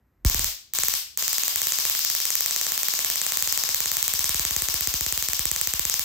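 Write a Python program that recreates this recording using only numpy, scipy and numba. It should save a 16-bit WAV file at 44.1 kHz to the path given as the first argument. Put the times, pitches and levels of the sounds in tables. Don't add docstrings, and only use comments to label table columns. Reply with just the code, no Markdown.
import sys
import numpy as np
from scipy import signal
from scipy.fft import rfft, irfft, next_fast_len
from scipy.io import wavfile
from numba import njit

SR = 44100
rng = np.random.default_rng(int(sys.argv[2]) if len(sys.argv) > 2 else 0)


def generate_wav(signal):
    frames = np.transpose(np.atleast_2d(signal))
    scaled = np.clip(frames, -1, 1) * 32767
    pcm = np.round(scaled).astype(np.int16)
    wavfile.write(sys.argv[1], SR, pcm)


N = 266652
SIZZLE_HZ, TOP_HZ = 5500, 16300


def undb(db):
    return 10 ** (np.asarray(db) / 20)


def lookup(points, hz):
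    freqs, values = np.transpose(points)
    return np.interp(np.log(hz + 1e-3), np.log(freqs), values)


def shape(x, response):
    size = next_fast_len(x.shape[-1] + 8192)
    spectrum = rfft(x, size) * response(np.fft.rfftfreq(size, 1 / SR))
    return irfft(spectrum, size)[..., :x.shape[-1]]


def colour(x, points):
    return shape(x, lambda hz: undb(lookup(points, hz)))


# frequency in Hz, relative level in dB.
HOUSE_TONE = [(25, -52), (55, -3), (150, -13.5), (320, -19), (550, -26), (1900, -31), (3300, -45),
              (9000, -47), (13000, -36), (16000, -65)]
def house(level_db=-69.5, side_db=-14):
    middle, side = colour(rng.standard_normal((2, N)), HOUSE_TONE)
    return undb(level_db) * (middle + undb(side_db) * side * np.array([[1], [-1]])) / np.std(middle)


def deep_wobble(level_db=-35.5, band_hz=(32, 70), rise_s=0.1, hold_s=0.092, fall_db_per_s=256):
    age = np.arange(N) / SR - SPARKS[0][0]
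    fall_db = fall_db_per_s * np.maximum(age - rise_s - hold_s, 0)
    band = signal.butter(2, band_hz, "band", fs=SR, output="sos")
    noise = signal.sosfilt(band, rng.standard_normal(N))
    return noise / np.std(noise) * np.clip(age / rise_s, 0, 1) * undb(level_db - fall_db)


# pitch in Hz, relative level in dB.
RING_NOTES = [(225, -7), (305, -4), (490, -1.5), (655, -3.5), (707, 3.5), (785, 0.5), (902, 4), (937, -5),
              (1020, 1), (1071, 2.5), (1240, 0), (1305, 6.5), (3068, 12.5), (3230, 13.5), (4445, 9.5),
              (4584, 17), (4732, 13.5), (5160, 3), (5399, 17), (6430, 16)]
def ringing(x, level_db=-56, ring_s=0.29, spread_rad=0.9, build_s=0.0058):
    t = np.arange(SR // 2) / SR
    phases = rng.uniform(0, 2 * np.pi, (len(RING_NOTES), 1, 1))
    phases = phases + spread_rad * rng.standard_normal((len(RING_NOTES), 2, 1))
    notes = sum(undb(db + level_db) * np.sin(2 * np.pi * hz * t + phase)
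                for (hz, db), phase in zip(RING_NOTES, phases))
    envelope = (1 - np.exp(-(t / build_s) ** 2)) * np.exp(-np.log(1000) * t / ring_s)
    return signal.fftconvolve(x[None], notes * envelope, axes=1)[:, :N]


# delay in seconds, relative level in dB, strongest frequency in Hz.
FIRST_ECHOES = [(.0058, 7, 4800), (.0068, 3.5, 13000), (.009, 0, 4000), (.012, 14.5, 800),
                (.0126, 8.5, 7500), (.0132, 17, 12000), (.0139, 12, 4500), (.0148, 15, 1100),
                (0.0209, 12, 4300), (.0335, 5.5, 12000)]
def echoes(size, width=1.97, skew_s=0.00003):
    out = np.zeros((2, size))
    skews = skew_s * rng.standard_normal((len(FIRST_ECHOES), 2, 1))
    for (delay, db, hz), skew in zip(FIRST_ECHOES, skews):
        slap = np.arange(size) == np.round((delay + skew) * SR)
        band = signal.butter(1, [hz / width, min(hz * width, 0.45 * SR)], "band", fs=SR)
        out += undb(db) * signal.lfilter(*band, slap.astype(float))
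    return out


# frequency in Hz, level change in dB.
ROOM_TONE = [(30, -70), (140, -39), (230, -20.5), (340, -24), (550, -16.5), (850, -14.5), (1150, -12.5),
             (1900, -10), (2600, -6), (3100, -3.5), (4000, -4), (5000, -1.5), (7500, -0.5), (9000, -2),
             (11000, 1.5), (13500, -2), (15400, 2.5), (15800, -3), (16100, -34)]
# frequency in Hz, seconds to fade by 60 dB.
ROOM_FADE = [(200, 0.3), (800, 0.33), (2000, 0.43), (5500, 0.48), (9000, 0.33), (15000, 0.3)]
def room(x, level_db=-13.5, build_s=0.016):
    t = np.arange(SR // 2) / SR
    slaps = echoes(len(t))
    centres = np.geomspace(125, 16000, 8)
    noise, tail = rng.standard_normal((2, len(t))), 0
    for centre, pick in zip(centres, np.eye(len(centres))):
        band = shape(noise, lambda hz: lookup(np.c_[centres, pick], hz))
        tail = tail + band * np.exp(-np.log(1000) * t / lookup(ROOM_FADE, centre))
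    answer = tail * (1 - np.exp(-(t / build_s) ** 2)) + slaps
    return colour(signal.fftconvolve(x[None], undb(level_db) * answer, axes=1)[:, :N], ROOM_TONE)


# frequency in Hz, left level minus right level in dB.
ROOM_BALANCE = [(500, 1.5), (2000, 0.6), (4000, 2), (5400, 10), (7000, -1.5), (9500, -2.5)]
def workshop(x, sway_rad=0.33, sway_hz=9):
    t = np.arange(N) / SR
    angle = sway_rad * np.interp(t * sway_hz, np.arange(200), rng.standard_normal(200))
    answer = room(x * np.cos(angle)) + room(x * np.sin(angle)) + ringing(x)
    return shape(answer, lambda hz: undb(lookup(ROOM_BALANCE, hz) * np.array([[0.5], [-0.5]])))


# frequency in Hz, level change in dB.
PUSH_TONE = [(20, -8), (50, 0.5), (130, 0), (210, -3), (300, 1), (550, -7), (1500, -31)]
def thump(level_db=14.5, centre_hz=56, width_hz=42, hold_s=0.00007, mismatch=0.11):
    t = np.arange(1024) / SR
    push = np.zeros(N)
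    for start, _, _, overload_db in SPARKS:
        pulse = np.exp(-t / (hold_s * undb(overload_db)))
        push[int(start * SR):][:len(t)] += undb(overload_db + level_db) * pulse / pulse.sum()
    push = colour(push, PUSH_TONE)
    left_right_hz = centre_hz * (1 + mismatch * np.array([0.5, -0.5]))
    swings = [signal.lfilter(*signal.iirpeak(hz, hz / width_hz, fs=SR), push) for hz in left_right_hz]
    return -np.array(swings)


# time in seconds, strength in dB, change to the lows in dB, change to the sizzle in dB.
SPARK_DRIFT = [(.25, -5, 7, 0.5), (0.802, -3.5, -1, 2.5), (1.25, -4, 1, 0.5), (1.55, -3.5, 2.5, 1.5),
               (1.871, -1, 3, -0.5), (2.029, -5, -2.5, 0), (2.3, -5.5, 1.5, 2.5), (2.653, -5, 4.5, 0),
               (3.299, -5, 5.5, 1), (4.95, -5.5, 4.5, -0.5), (5.199, -7.5, 5, 0.5), (6.001, -7, 4, -1)]
def shock_waves(crook=0.055, wake_s=0.00049, lows_hz=1070, sizzle_width_hz=1400, scatter_db=3):
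    t = np.arange(256) / SR
    low_pass = signal.butter(2, lows_hz, fs=SR)
    sizzle_band = signal.iirpeak(SIZZLE_HZ, SIZZLE_HZ / sizzle_width_hz, fs=SR)
    times, *curves = np.transpose(SPARK_DRIFT)
    out = np.zeros(N)
    for start, *_ in SPARKS:
        strength_db, lows_db, sizzle_db = (np.interp(start, times, curve) for curve in curves)
        shock = (t == 0) + crook * rng.standard_normal(len(t)) * np.exp(-t / wake_s)
        shock = np.pad(shock / np.linalg.norm(shock), (len(t), 0))
        lows = (undb(lows_db) - 1) * signal.filtfilt(*low_pass, shock)
        sizzle_db -= scatter_db * rng.standard_normal()
        sizzle = (undb(sizzle_db) - 1) * signal.lfilter(*sizzle_band, shock)
        out[int(start * SR) - len(t):][:len(shock)] += undb(strength_db) * (shock + lows + sizzle)
    return out


# start in seconds, crack level in dB,
# level of its body (the lower part of the crack) in dB, microphone overload in dB.
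SPARKS = [(0.2494, -4, 4, 30), (0.2986, -1.0, 0.5, 4), (0.3457, 1.0, 0.5, 10), (0.3942, 1.0, -2.5, 3),
          (0.4446, 1.5, -5.0, -2), (0.7368, -5, -17, -12), (0.7871, 2.5, 5, -2), (0.8353, 2.0, 5.5, -4),
          (0.8841, 0.5, 3.5, -6), (0.9389, 2.5, 0, -8), (1.1747, -3.5, -9, -15), (1.2249, -1.0, 2.0, -10),
          (1.2801, 1.5, -0.5, -13), (1.3307, -0.5, -1.0, -13), (1.3828, 0.5, 0.5, -13),
          (1.4352, 0.0, -0.5, -16), (1.4807, 0.0, -1.0, -12), (1.5592, 1.0, -1.5, -8),
          (1.6177, 0.0, 0.5, -9), (1.6705, 1.0, -0.5, -13), (1.7217, 0.5, 1.0, -16),
          (1.787, -0.5, 0.5, -10), (1.8522, 1.0, 2.0, -8), (1.8982, -0.5, -0.5, -11),
          (1.9508, 1.0, 0.0, -20), (1.9921, -0.5, -1.5, -15), (2.0488, 0.5, -0.5, -20),
          (2.1008, -0.5, -2.5, -14), (2.1505, -0.5, -1.5, -16), (2.2025, -2.0, -3.5, -16),
          (2.2537, -1.0, -2.5, -18), (2.3043, -0.5, -1.5, -18), (2.3542, 1.0, 0.0, -17),
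          (2.4075, -1.0, 0.0, -17), (2.4611, 1.0, -0.5, -19), (2.5099, -0.5, -1.0, -17),
          (2.5624, 0.0, 1.0, -14), (2.6133, -1.0, 1.0, -13), (2.6666, 0.0, 1.0, -12),
          (2.7204, -0.5, 0.5, -10), (2.7776, 0.0, -0.5, -14), (2.8323, -0.5, 0.5, -12),
          (2.8849, 0.5, 0.5, -13), (2.938, -0.5, 0.5, -10), (2.9911, -0.5, 1.0, -10),
          (3.0472, -0.5, 1.0, -9), (3.101, 0.0, 0.5, -8), (3.158, -0.5, -1.5, -11),
          (3.2158, -1.0, 0.0, -14), (3.2654, -1.0, 0.5, -11), (3.3213, 0.5, 2.0, -11),
          (3.3723, 0.0, 1.0, -7), (3.4247, 1.0, 1.5, -5), (3.4752, -0.5, 1.5, -5), (3.5255, 0.5, 0.5, -8),
          (3.576, 0.0, 0.5, -7), (3.6374, 0.0, 1.5, -10), (3.6905, -0.5, 1.0, -6), (3.746, -0.5, 1.0, -7),
          (3.8046, 0.0, 0.0, -5), (3.8584, 0.5, 1.5, -4), (3.9164, 0.0, 0.5, -6), (3.9691, 0.5, 0.5, -5),
          (4.0279, 0.5, -4.5, -7), (4.0802, 0.5, 1.0, -5), (4.1375, -0.5, -2.0, -1),
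          (4.1928, 0.0, -0.5, -1), (4.243, -0.5, 0.5, -2), (4.2934, -0.5, 2.0, 2), (4.3453, -0.5, 0.5, 4),
          (4.3956, 0.0, 0.5, 4), (4.4514, 1.0, 2.0, 2), (4.5091, -0.5, -0.5, 2), (4.5643, 0.5, 1.0, 3),
          (4.6211, -0.5, -0.5, 3), (4.686, 0.5, 2.0, 0), (4.7422, -1.0, 0.5, 3), (4.8088, -0.5, -3.5, 1),
          (4.8733, -1.5, 0.0, 5), (4.9399, 0.0, 0.0, 5), (5.0094, -0.5, -1.0, 5), (5.064, -0.5, -0.5, 2),
          (5.125, 0.0, -0.5, 1), (5.1767, 0.0, -0.5, 0), (5.2255, 0.0, -0.5, -5), (5.2862, -0.5, -0.5, 1),
          (5.3333, 1.0, 0.0, -5), (5.3936, -0.5, -1.0, 4), (5.4548, 0.5, 0.0, 4), (5.5148, 1.0, -0.5, 2),
          (5.5621, 0.0, -0.5, -5), (5.6134, 0.5, -1.5, -4), (5.6733, 0.5, -0.5, 0), (5.737, 0.0, -0.5, 3),
          (5.7948, 0.0, -0.5, 1), (5.8526, 0.0, -0.5, 1), (5.8978, 0.5, -1.0, -7), (5.9411, 1.5, 0.5, -7),
          (5.9945, 0.5, -0.5, -4)]
# frequency in Hz, level change in dB.
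CRACK_TONE = [(50, -6), (200, -14.5), (440, -9.5), (700, -11), (1200, -8), (2000, -2.5), (2900, -9.5),
              (3600, -3), (5300, -2), (6300, 5.5), (8300, 5.5), (10800, -6.5), (13000, -3.5), (14300, 4.5),
              (15400, 6.5), (17000, -2.5)]
def cracks(gain_db=3.5, body_hz=1700, ragged=0.26, ragged_s=0.0004, ragged_hz=6500,
           bench_s=0.001624, bench_db=-14, port_s=0.000448, port_db=-4, ceiling_db=-5, clip_hz=4500):
    t = np.arange(256) / SR
    body_band = signal.butter(1, body_hz, fs=SR)
    edge_band = signal.butter(2, ragged_hz, "high", fs=SR)
    wake = np.exp(-t / ragged_s)
    out = np.zeros((2, N))
    for start, level_db, body_db, _ in SPARKS:
        edge = rng.standard_normal((2, len(t))) * wake
        edge = ragged * edge * np.linalg.norm(wake) / np.linalg.norm(edge, axis=1, keepdims=True)
        shock = (t == 0) + signal.lfilter(*edge_band, edge)
        body = (undb(body_db - level_db) - 1) * signal.lfilter(*body_band, shock)
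        out[:, int(start * SR):][:, :len(t)] += undb(gain_db + level_db) * (shock + body)
    out = shape(out, lambda hz: 1 + undb(bench_db) * delayed(hz, bench_s) / (1 + hz / SIZZLE_HZ))
    out = shape(out, lambda hz: 1 + undb(port_db) * delayed(hz, port_s) * (hz / TOP_HZ) ** 2)
    out = colour(out, CRACK_TONE)
    excess = out - undb(ceiling_db) * np.tanh(out / undb(ceiling_db))
    return out - shape(excess, lambda hz: hz ** 4 / (hz ** 4 + clip_hz ** 4))


def delayed(hz, seconds):
    return np.exp(-2j * np.pi * seconds * hz)


@njit
def follow(x, attack, release):
    out, level = np.empty(len(x)), 0.
    for i in range(len(x)):
        level += (x[i] - level) * (attack if x[i] > level else release)
        out[i] = level
    return out


def gain_control(x, threshold_db=-27, ratio=3, attack_s=0.0017, release_s=0.0039, late_s=0.0019):
    level = follow(np.abs(x).mean(axis=0), 1 / (attack_s * SR), 1 / (release_s * SR))
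    t = np.arange(N) / SR
    late_level = np.interp(t - late_s, t, level)
    return x * np.maximum(late_level / undb(threshold_db), 1) ** (1 / ratio - 1)


# frequency in Hz, lag of the right side in radians
RIGHT_LAG = [(7000, 0), (8000, -.7), (9000, -2.2), (10000, -3.1), (11000, -3.6), (11700, -4.6), (12400, -6),
             (13800, -6.4), (15600, -8.3)]
def left_right_blend(x, treble_hz=7600, treble_share=0.84, bass_hz=330, bass_share=0.62):
    def from_left(hz):
        share = treble_share / (1 + (treble_hz / (hz + 1)) ** 8) + bass_share / (1 + (hz / bass_hz) ** 4)
        return np.sin(np.pi / 2 * np.clip(share, 0, 1)) ** 2
    left, right = x
    right = shape(right, lambda hz: 1 - from_left(hz)) + shape(left, from_left)
    return np.array([left, shape(right, lambda hz: np.exp(-1j * lookup(RIGHT_LAG, hz)))])


def scene(gain_db=1.5):
    room_sound = workshop(shock_waves())
    sound = cracks() + room_sound + house()
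    return undb(gain_db) * left_right_blend(gain_control(sound)) + thump() + deep_wobble()


def record(dry, lag_cycles=0.93):
    trailing = shape(dry, lambda hz: np.exp(-2j * np.pi * lag_cycles * np.log(1 + hz / 10)))
    return signal.sosfilt(signal.ellip(8, 0.2, 70, TOP_HZ, fs=SR, output="sos"), trailing)


dry = scene()
out = record(dry)
generate_wav(out)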